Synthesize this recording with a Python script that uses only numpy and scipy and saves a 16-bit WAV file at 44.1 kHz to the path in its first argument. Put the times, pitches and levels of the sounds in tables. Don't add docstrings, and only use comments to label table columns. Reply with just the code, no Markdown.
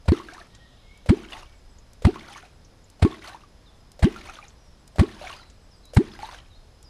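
import sys
import numpy as np
from scipy import signal
from scipy.fft import rfft, irfft
from scipy.io import wavfile

SR = 44100
rng = np.random.default_rng(int(sys.argv[2]) if len(sys.argv) > 2 else 0)


def file_out(sig):
    cols = np.atleast_2d(sig).T
    lim = np.clip(cols, -1, 1)
    pcm = np.round(lim * 32767).astype(np.int16)
    wavfile.write(sys.argv[1], SR, pcm)


N = 303849
TIME = np.arange(N) / SR

# pitch_hz [Hz], level_db [dB]
AIR_SPECTRUM = [(10, -6), (22, 2.5), (55, 0), (170, -13.5), (320, -18.5), (560, -20), (1000, -24.5),
                (2600, -32.5), (3600, -31), (4600, -32.5), (5500, -33), (9000, -44), (11000, -41),
                (12800, -54.5)]
AIR_DB = -50.5
# start_s [s], level_db [dB]
TRILL_CURVE = [(.5, -65), (.65, -63.5), (1.0, -65.5), (1.15, -77)]
# start_s [s], length_s [s], start_hz [Hz], end_hz [Hz], level_db [dB]
BIRD_WHISTLES = [(0.47, 0.28, 1854, 1893, -63.5), (0.81, 0.197, 2135, 2236, -59.5),
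                 (1.44, 0.146, 2350, 2230, -67), (4.55, 0.23, 6000, 5460, -68)]
# start_s [s], length_s [s], lowest_hz [Hz], level_db [dB],
# hook [rise at the end, share of the pitch]
BIRD_SWOOPS = [(3.65, .06, 3500, -59, 0.08), (5.34, 0.056, 4700, -57, 0.044),
               (5.39, 0.055, 3900, -54.5, 0.032), (5.701, .07, 4780, -59, 0.024),
               (5.82, .1, 3770, -58, .14), (6.10, .07, 4900, -57, 0), (6.487, .11, 3700, -59.5, 0.13),
               (6.83, .07, 4850, -56, 0.038)]
SWOOP_DROP, SWOOP_FALL_S = 0.42, 0.012
HOOK_AT_S, HOOK_RISE_S = 0.062, 0.01
# start_s [s], length_s [s], level_db [dB]
BIRD_TWITTERS = [(1.54, .2, -71), (4.488, .45, -74), (5.463, .4, -72)]
# pitch_hz [Hz], level_db [dB]
BANK_SPECTRUM = [(60, -24), (160, -12), (260, -2), (430, 0), (650, -6), (2000, -8), (12000, -15)]
# pitch_hz [Hz], level_db [dB]
CHURN_SPECTRUM = [(180, -7), (330, -19), (600, -2), (1100, 1.5), (2000, -1), (3000, -1.5), (4300, -7),
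                  (5500, -20), (7000, -28)]
SPRAY_SPECTRUM = [(3000, 6), (5000, 2), (6200, 3.5), (7600, -5), (10000, -4), (12000, -12.5), (15000, -52)]
# start_s [s], length_s [s], level_db [dB]
WATER_FALLBACKS = [(0.243, .16, -50), (1.316, 0.059, -44.5), (2.299, 0.076, -45), (3.237, 0.055, -44),
                   (4.255, .12, -45.5), (5.215, 0.12, -43), (6.214, 0.11, -44.5)]
FALLBACK_RISE_S, FALLBACK_DECAY_S = 0.023, 0.065
SPLASH_DECAY_S = 0.012
# start_s [s], level_db [dB], pitch_hz [Hz], width_hz [Hz]
BLADE_DRIPS = [(.335, -43.5, 5300, 3000), (0.549, -46.5, 4900, 2520), (1.307, -51, 6900, 3000),
               (1.785, -52, 6700, 450), (2.373, -45.5, 6360, 500), (2.648, -50, 5760, 600),
               (2.8414, -55, 7060, 450), (4.4816, -47, 6360, 800), (5.500, -50.5, 5500, 2530),
               (5.947, -37, 7460, 4070)]
DRIP_T60_S = 0.05
# start_s [s], level_db [dB]
SWING_TICKS = [(.9756, -52), (1.933, -48.5), (2.900, -46.5), (3.9176, -45), (4.877, -44.5), (5.8538, -47),
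               (6.828, -47.5)]
# start_s [s], level_db [dB], start_hz [Hz]
TIP_ENTRIES = [(.057, -36, 720), (1.060, -28.5, 614), (2.021, -29.5, 546), (2.996, -38.5, 740),
               (3.993, -29.5, 630), (4.958, -30.5, 690), (5.935, -27, 593)]
# start_s [s], start_hz [Hz], level_db [dB],
# rise [share of the pitch over the ring], pop [strength as a share of the ring]
WAKE_BUBBLES = [(0.2, 1045, -28.5, 0.6, .1), (0.286, 1610, -31.5, 0, 0.94), (.347, 1750, -37, .1, 0.27),
                (0.381, 1200, -35, 0.43, .1), (0.414, 1720, -37, 0.099, .1), (1.323, 2830, -28, 0.1, 0.44),
                (1.328, 1060, -39, 0.2, .1), (1.351, 867, -36, 0.061, 0.09), (1.424, 1160, -43, 0.2, .1),
                (2.07, 720, -25.5, 0.12, 0.091), (2.159, 980, -29, 1, 0.43),
                (2.358, 1046, -34.5, 0.67, 0.089), (3.051, 1090, -23.5, 0.029, .1),
                (3.122, 1080, -33, 0.036, .1), (3.275, 4030, -31.5, 0.81, .1), (3.295, 1480, -37, .1, 0.58),
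                (3.346, 866, -32, 1, .2), (3.436, 1170, -42, .1, .1), (4.162, 1355, -30.5, 0.07, 0.69),
                (4.296, 1360, -31.5, 0.017, 0.17), (4.388, 1207, -33, 0, .1), (4.427, 2370, -36.5, .1, .1),
                (5.031, 1080, -32.5, 0.1, .1), (5.214, 602, -31.5, 0.063, 0.18),
                (5.24, 745, -31, 0.042, .1), (5.271, 2160, -28, 0.49, .1), (5.303, 1065, -31, 0.43, 0.55),
                (5.416, 990, -46, 0.12, .7), (6.191, 805, -33, 0.23, 0.94), (6.231, 824, -23.5, 0.48, 0.27),
                (6.289, 993, -32.5, 0.08, .1)]
RING_T60_S, RING_AT_HZ, RING_SLOPE = 0.051, 990, 0.72
# pitch_hz [Hz], level_db [dB]
SLAP_SPECTRUM = [(150, 6), (450, 0.5), (850, -1), (1300, -7), (2000, -6), (2800, -14), (4200, -13.5),
                 (6300, -27.5), (8500, -22), (11500, -35), (15000, -58)]
# start_s [s], cavity_db [dB], settled cavity_hz [Hz], pinch_s [s after the start],
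# bubble_db [dB], bubble start_hz [Hz], bubble life_s [s], slap_db [dB], smack_lead_s [s],
# smack_db [dB], splash_db at pinch-off [dB], churn_db [dB], churn_life_s [s]
CLONK_STROKES = [(0.0878, -7, 77.4, 0.032, -6, 250, 0.02, -21, 0.0027, -22, -38, -44, .11),
                 (1.0959, -6, 64.6, 0.0079, -5.5, 171, 0.042, -20, 0.0032, -23, -37, -48.5, 0.25),
                 (2.054, -5, 74, 0.014, -8.5, 164, 0.035, -20.5, .003, -14.5, -34.5, -47.5, 0.26),
                 (3.0290, -6.5, 80.4, 0.02, -6.5, 230, 0.025, -17.5, .003, -28, -36, -47, 0.15),
                 (4.0323, -8, 59, 0.0103, -6.5, 121.5, 0.0444, -19, 0.0027, -41, -32.5, -46.5, 0.23),
                 (4.9983, -5, 68.5, 0.013, -9, 146, 0.037, -17.5, 0.014, -21.5, -35.5, -48.5, 0.31),
                 (5.9722, -3.5, 80, 0.0056, -7, 135, 0.045, -19, 0.0021, -14, -57, -49, 0.37)]
STROKE_LEAD_S = 0.02
EDGE_HZ = 15500


def amp(db):
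    return 10 ** (np.asarray(db) / 20)


def unit(x):
    return x / np.sqrt(np.mean(x ** 2) + 1e-20)


def add(mix, start_s, sound):
    part = mix[max(round(start_s * SR), 0):][:len(sound)]
    part += sound[:len(part)]


def colour(x, points):
    hz, db = np.transpose(points)
    f = np.fft.rfftfreq(len(x), 1 / SR)
    gain = amp(np.interp(np.log(f + 1), np.log(hz), db))
    return unit(irfft(rfft(x) * gain, len(x)))


def band(hz, width_hz, size=N):
    f = np.fft.rfftfreq(size, 1 / SR)
    bell = np.exp(-0.5 * ((f - hz) / width_hz) ** 2)
    return unit(irfft(rfft(rng.standard_normal(size)) * bell, size))


def sine(hz):
    return np.sin(2 * np.pi * np.cumsum(hz) / SR)


def air(gust_db=2, whine_hz=5080, whine_width_hz=65, whine_db=-73, octave_db=-87):
    hush = amp(AIR_DB) * colour(rng.standard_normal(N), AIR_SPECTRUM)
    rumble = signal.sosfilt(signal.butter(2, 120, fs=SR, output="sos"), hush)
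    unevenness = amp(gust_db * band(0, 1.3)) - 1
    whine = amp(whine_db) * band(whine_hz, whine_width_hz)
    octave = amp(octave_db) * band(2 * whine_hz, 2 * whine_width_hz)
    return hush + rumble * unevenness + whine + octave


def chatter(lo_hz=4600, hi_hz=8600, chatter_db=-80, fall=0.081, waver=0.023, count=200):
    out = np.zeros(N)
    quaver = waver * band(0, 117)
    for when, pitch, span, loud in rng.random((count, 4)):
        u = np.linspace(0, 1, int((0.024 + 0.095 * span) * SR))
        wobble = quaver[int(when * (N - len(u))):][:len(u)]
        hz = (lo_hz + (hi_hz - lo_hz) * pitch) * (1 - fall * u + wobble)
        add(out, when * N / SR, amp(chatter_db + 5.7 * loud) * np.sin(np.pi * u) * sine(hz))
    return out


def note(hz, waver=0.0178):
    hz = hz * (1 + waver * band(0, 42, size=SR)[:len(hz)])
    return np.sqrt(2) * signal.windows.tukey(len(hz), 0.6) * sine(hz)


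def trill(hz=3500, width_hz=560):
    level_db = np.interp(TIME, *np.transpose(TRILL_CURVE), left=-np.inf, right=-np.inf)
    return amp(level_db) * band(hz, width_hz)


def whistles():
    out = np.zeros(N)
    for start_s, length_s, start_hz, end_hz, level_db in BIRD_WHISTLES:
        u = np.linspace(0, 1, int(length_s * SR))
        hz = end_hz + (start_hz - end_hz) * (1 - u) ** 2
        add(out, start_s, amp(level_db) * note(hz, waver=0.0113))
    return out


def swoops():
    out = np.zeros(N)
    for start_s, length_s, lowest_hz, level_db, hook in BIRD_SWOOPS:
        t = np.arange(0, length_s, 1 / SR)
        hooked = 0.5 + 0.5 * np.tanh((t - HOOK_AT_S) / HOOK_RISE_S)
        hz = lowest_hz * (1 + SWOOP_DROP * np.exp(-t / SWOOP_FALL_S) + hook * hooked)
        add(out, start_s, amp(level_db) * note(hz))
    return out


def twitters(start_hz=8400, fall=0.11, call_s=0.07, gap_s=0.14, scatter=0.02):
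    out = np.zeros(N)
    slide = start_hz * np.linspace(1, 1 - fall, int(call_s * SR))
    for start_s, length_s, level_db in BIRD_TWITTERS:
        for when in np.arange(start_s, start_s + length_s, gap_s):
            add(out, when, amp(level_db) * note(slide * (1 + scatter * rng.standard_normal())))
    return out


def echo(x, t60_s, points, delay_s=0.011):
    t = np.arange(SR) / SR
    sparse = rng.standard_normal(SR) * (rng.random(SR) < 0.05)
    taps = colour(sparse, points) * amp(-60 * t / t60_s) * (1 - np.exp(-(t / delay_s) ** 2))
    return signal.oaconvolve(x, taps / np.linalg.norm(taps))[:N]


def plip(hz, t60_s, glide, attack_s=0.0003):
    t = np.arange(int(t60_s * SR) + 2) / SR
    ring = sine(hz * (1 + glide * t / t60_s))
    return ring * amp(-60 * t / t60_s) * (1 - np.exp(-t / attack_s))


def droplets(lo_hz, hi_hz, per_s, spread_db, cycles, count=28):
    out = np.zeros(N)
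    for hz in np.geomspace(lo_hz, hi_hz, count):
        strength = amp(spread_db * np.minimum(rng.exponential(1, N), 3.5))
        hits = (rng.random(N) < per_s / count / SR) * strength
        drop = hz * plip(hz, cycles / hz, 0.055, attack_s=1.06 / hz)
        out += signal.oaconvolve(hits, drop)[:N]
    return unit(out)


def agitation(splash_gain_db, churn_gain_db, fallback_gain_db):
    power, t = np.zeros(N), np.arange(SR) / SR
    for start_s, _, _, pinch_s, *_, splash_db, churn_db, churn_life_s in CLONK_STROKES:
        splash = amp(splash_db + splash_gain_db) * np.exp(-t / SPLASH_DECAY_S)
        churn = amp(churn_db + churn_gain_db) * np.exp(-(t / churn_life_s) ** 4)
        add(power, start_s + pinch_s, splash ** 2 + churn ** 2)
    for start_s, length_s, level_db in WATER_FALLBACKS:
        before = np.minimum(TIME - start_s, 0) / FALLBACK_RISE_S
        after = np.maximum(TIME - start_s - length_s, 0) / FALLBACK_DECAY_S
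        swell = np.exp(-before ** 2 - after)
        power += (amp(level_db + fallback_gain_db) * swell) ** 2
    return np.sqrt(power)


def slosh(wash=0.84, churn_wash=1.35, clump_db=2.34):
    coarse = agitation(splash_gain_db=0, churn_gain_db=-1.0, fallback_gain_db=-2.5)
    fine = agitation(splash_gain_db=-14, churn_gain_db=-10.0, fallback_gain_db=-8.5)
    big_drops = droplets(299.5, 6040, per_s=1300, spread_db=5.4, cycles=41.0)
    churn = colour(big_drops + churn_wash * rng.standard_normal(N), CHURN_SPECTRUM)
    small_drops = droplets(3690, 16300, per_s=1200, spread_db=1.8, cycles=54)
    spray = colour(small_drops + wash * rng.standard_normal(N), SPRAY_SPECTRUM)
    clumps = unit(amp(clump_db * band(0, 54)))
    return clumps * (coarse * churn + fine * spray)


def drips(trim_db=-1, tick_hz=7300, tick_width_hz=3400, tick_t60_s=0.022):
    out, t = np.zeros(N), np.arange(SR // 12) / SR
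    for start_s, level_db, hz, width_hz in BLADE_DRIPS:
        level = amp(level_db + trim_db - 60 * t / DRIP_T60_S)
        add(out, start_s, level * np.tanh(t * hz) * band(hz, width_hz, size=len(t)))
    for start_s, level_db in SWING_TICKS:
        level = amp(level_db + trim_db - 60 * t / tick_t60_s)
        add(out, start_s, level * np.tanh(t * tick_hz) * band(tick_hz, tick_width_hz, size=len(t)))
    return out


def wake_bubble(hz, rise, pop, pop_decay_s=0.001):
    t = np.arange(SR // 8) / SR
    out = pop * np.exp(-t / pop_decay_s) * colour(rng.standard_normal(len(t)), SLAP_SPECTRUM)
    add(out, 0, plip(hz, RING_T60_S * (RING_AT_HZ / hz) ** RING_SLOPE, rise))
    return out


def stray_bubbles(lo_hz=660, hi_hz=1500, stray_db=-37, fade_db=-6, linger_s=0.062, max_rise=0.66,
                  pop=0.13, count=4):
    out = np.zeros(N)
    for start_s, length_s, _ in WATER_FALLBACKS:
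        for late, pitch, rise in rng.random((count, 3)):
            bubble = wake_bubble(lo_hz * (hi_hz / lo_hz) ** pitch, max_rise * rise, pop)
            add(out, start_s + late * (length_s + linger_s), amp(stray_db + fade_db * late) * bubble)
    return out


def bubbles(entry_glide=-0.87, entry_t60_s=0.035, tick_db=-18):
    out, t = np.zeros(N), np.arange(SR // 20) / SR
    for start_s, level_db, hz in TIP_ENTRIES:
        add(out, start_s, amp(level_db) * plip(hz, entry_t60_s, entry_glide, attack_s=0.0011))
        tick = np.exp(-t / 0.018) * band(1400, 5600, size=len(t))
        add(out, start_s, amp(level_db + tick_db) * tick)
    for start_s, hz, level_db, rise, pop in WAKE_BUBBLES:
        add(out, start_s, amp(level_db) * wake_bubble(hz, rise, pop))
    return out


def slaps(rise_s=0.0057, fall_s=0.005, gurgle=0.087, gurgle_decay_s=0.073, smack_decay_s=0.0029,
          pinch_db=12):
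    out, t = np.zeros(N), np.arange(SR // 8) / SR
    smack = np.minimum(t / 0.0004, 1) * np.exp(-t / smack_decay_s)
    before, after = np.minimum(t - STROKE_LEAD_S, 0), np.maximum(t - STROKE_LEAD_S, 0)
    tail = np.exp(-after / fall_s) + gurgle * np.exp(-after / gurgle_decay_s)
    burst = np.exp(-(before / rise_s) ** 2) * tail
    for start_s, _, _, pinch_s, *_, slap_db, smack_lead_s, smack_db, splash_db, _, _ in CLONK_STROKES:
        hits = [(start_s - STROKE_LEAD_S, slap_db, burst),
                (start_s - smack_lead_s, smack_db, smack),
                (start_s + pinch_s, splash_db + pinch_db, smack)]
        for when, level_db, shape in hits:
            grit = colour(rng.standard_normal(len(t)), SLAP_SPECTRUM)
            add(out, when, amp(level_db) * shape * grit)
    return out


def clonk(cavity_db, cavity_hz, pinch_s, bubble_db, start_hz, life_s, top_hz=430, bend=1.49,
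          opening_s=0.003, cavity_decay_s=0.016, fade=1.31):
    t = np.arange(SR // 6) / SR - STROKE_LEAD_S
    age = np.maximum(t - pinch_s, 0) / life_s
    sealed = 0.5 + 0.5 * np.tanh((t - pinch_s) / 0.0008)
    bubble_hz = top_hz - (top_hz - start_hz) * np.maximum(1 - age, 1e-6) ** bend
    open_hz = cavity_hz * (1 + 0.25 / (1 + np.exp(t / 0.0009)))
    turns = np.cumsum(open_hz + sealed * (bubble_hz - open_hz)) / SR
    turns -= np.interp(0, t, turns)
    swell = np.exp(-(t / opening_s) ** 2 / 2)
    decay = 0.3 + 0.69 * np.exp(-abs(t) / cavity_decay_s)
    cavity = amp(cavity_db) * np.where(t < 0, swell, decay)
    bubble = amp(bubble_db) * np.exp(-fade * age) / (1 + (age / 0.86) ** 8)
    snap = 1 + 0.39 * np.exp(-((t - pinch_s) / 0.003) ** 2)
    return snap * (cavity + sealed * (bubble - cavity)) * np.cos(2 * np.pi * turns)


def clonks(notch_hz=287, notch_q=7.7, depth=0.63):
    out = np.zeros(N)
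    for start_s, *settings in CLONK_STROKES:
        add(out, start_s - STROKE_LEAD_S, clonk(*settings[:6]))
    hollow = signal.lfilter(*signal.iirnotch(notch_hz, notch_q, SR), out)
    return out + depth * (hollow - out)


def scene(bank_db=-28.5, bank_t60_s=0.6, wake_echo_db=-14, bird_dry_db=-2, bird_echo_db=-7):
    strokes = clonks() + slaps()
    wake = bubbles() + stray_bubbles() + drips() + slosh()
    song = trill() + whistles() + swoops() + twitters() + chatter()
    stroke_echo = amp(bank_db) * echo(strokes, bank_t60_s, BANK_SPECTRUM)
    wake_echo = amp(wake_echo_db) * echo(wake, 0.094, BANK_SPECTRUM)
    water = strokes + wake + stroke_echo + wake_echo
    far = amp(bird_dry_db) * song + amp(bird_echo_db) * echo(song, 0.44, BANK_SPECTRUM)
    return (water + far + air())[None]


def record(dry, low_cut_hz=18):
    thinned = signal.sosfilt(signal.butter(1, low_cut_hz, "high", fs=SR, output="sos"), dry)
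    low_pass = signal.firwin(511, EDGE_HZ, window=("kaiser", 9), fs=SR)
    return signal.oaconvolve(thinned, low_pass[None], "same")


dry = scene()
out = record(dry)
file_out(out)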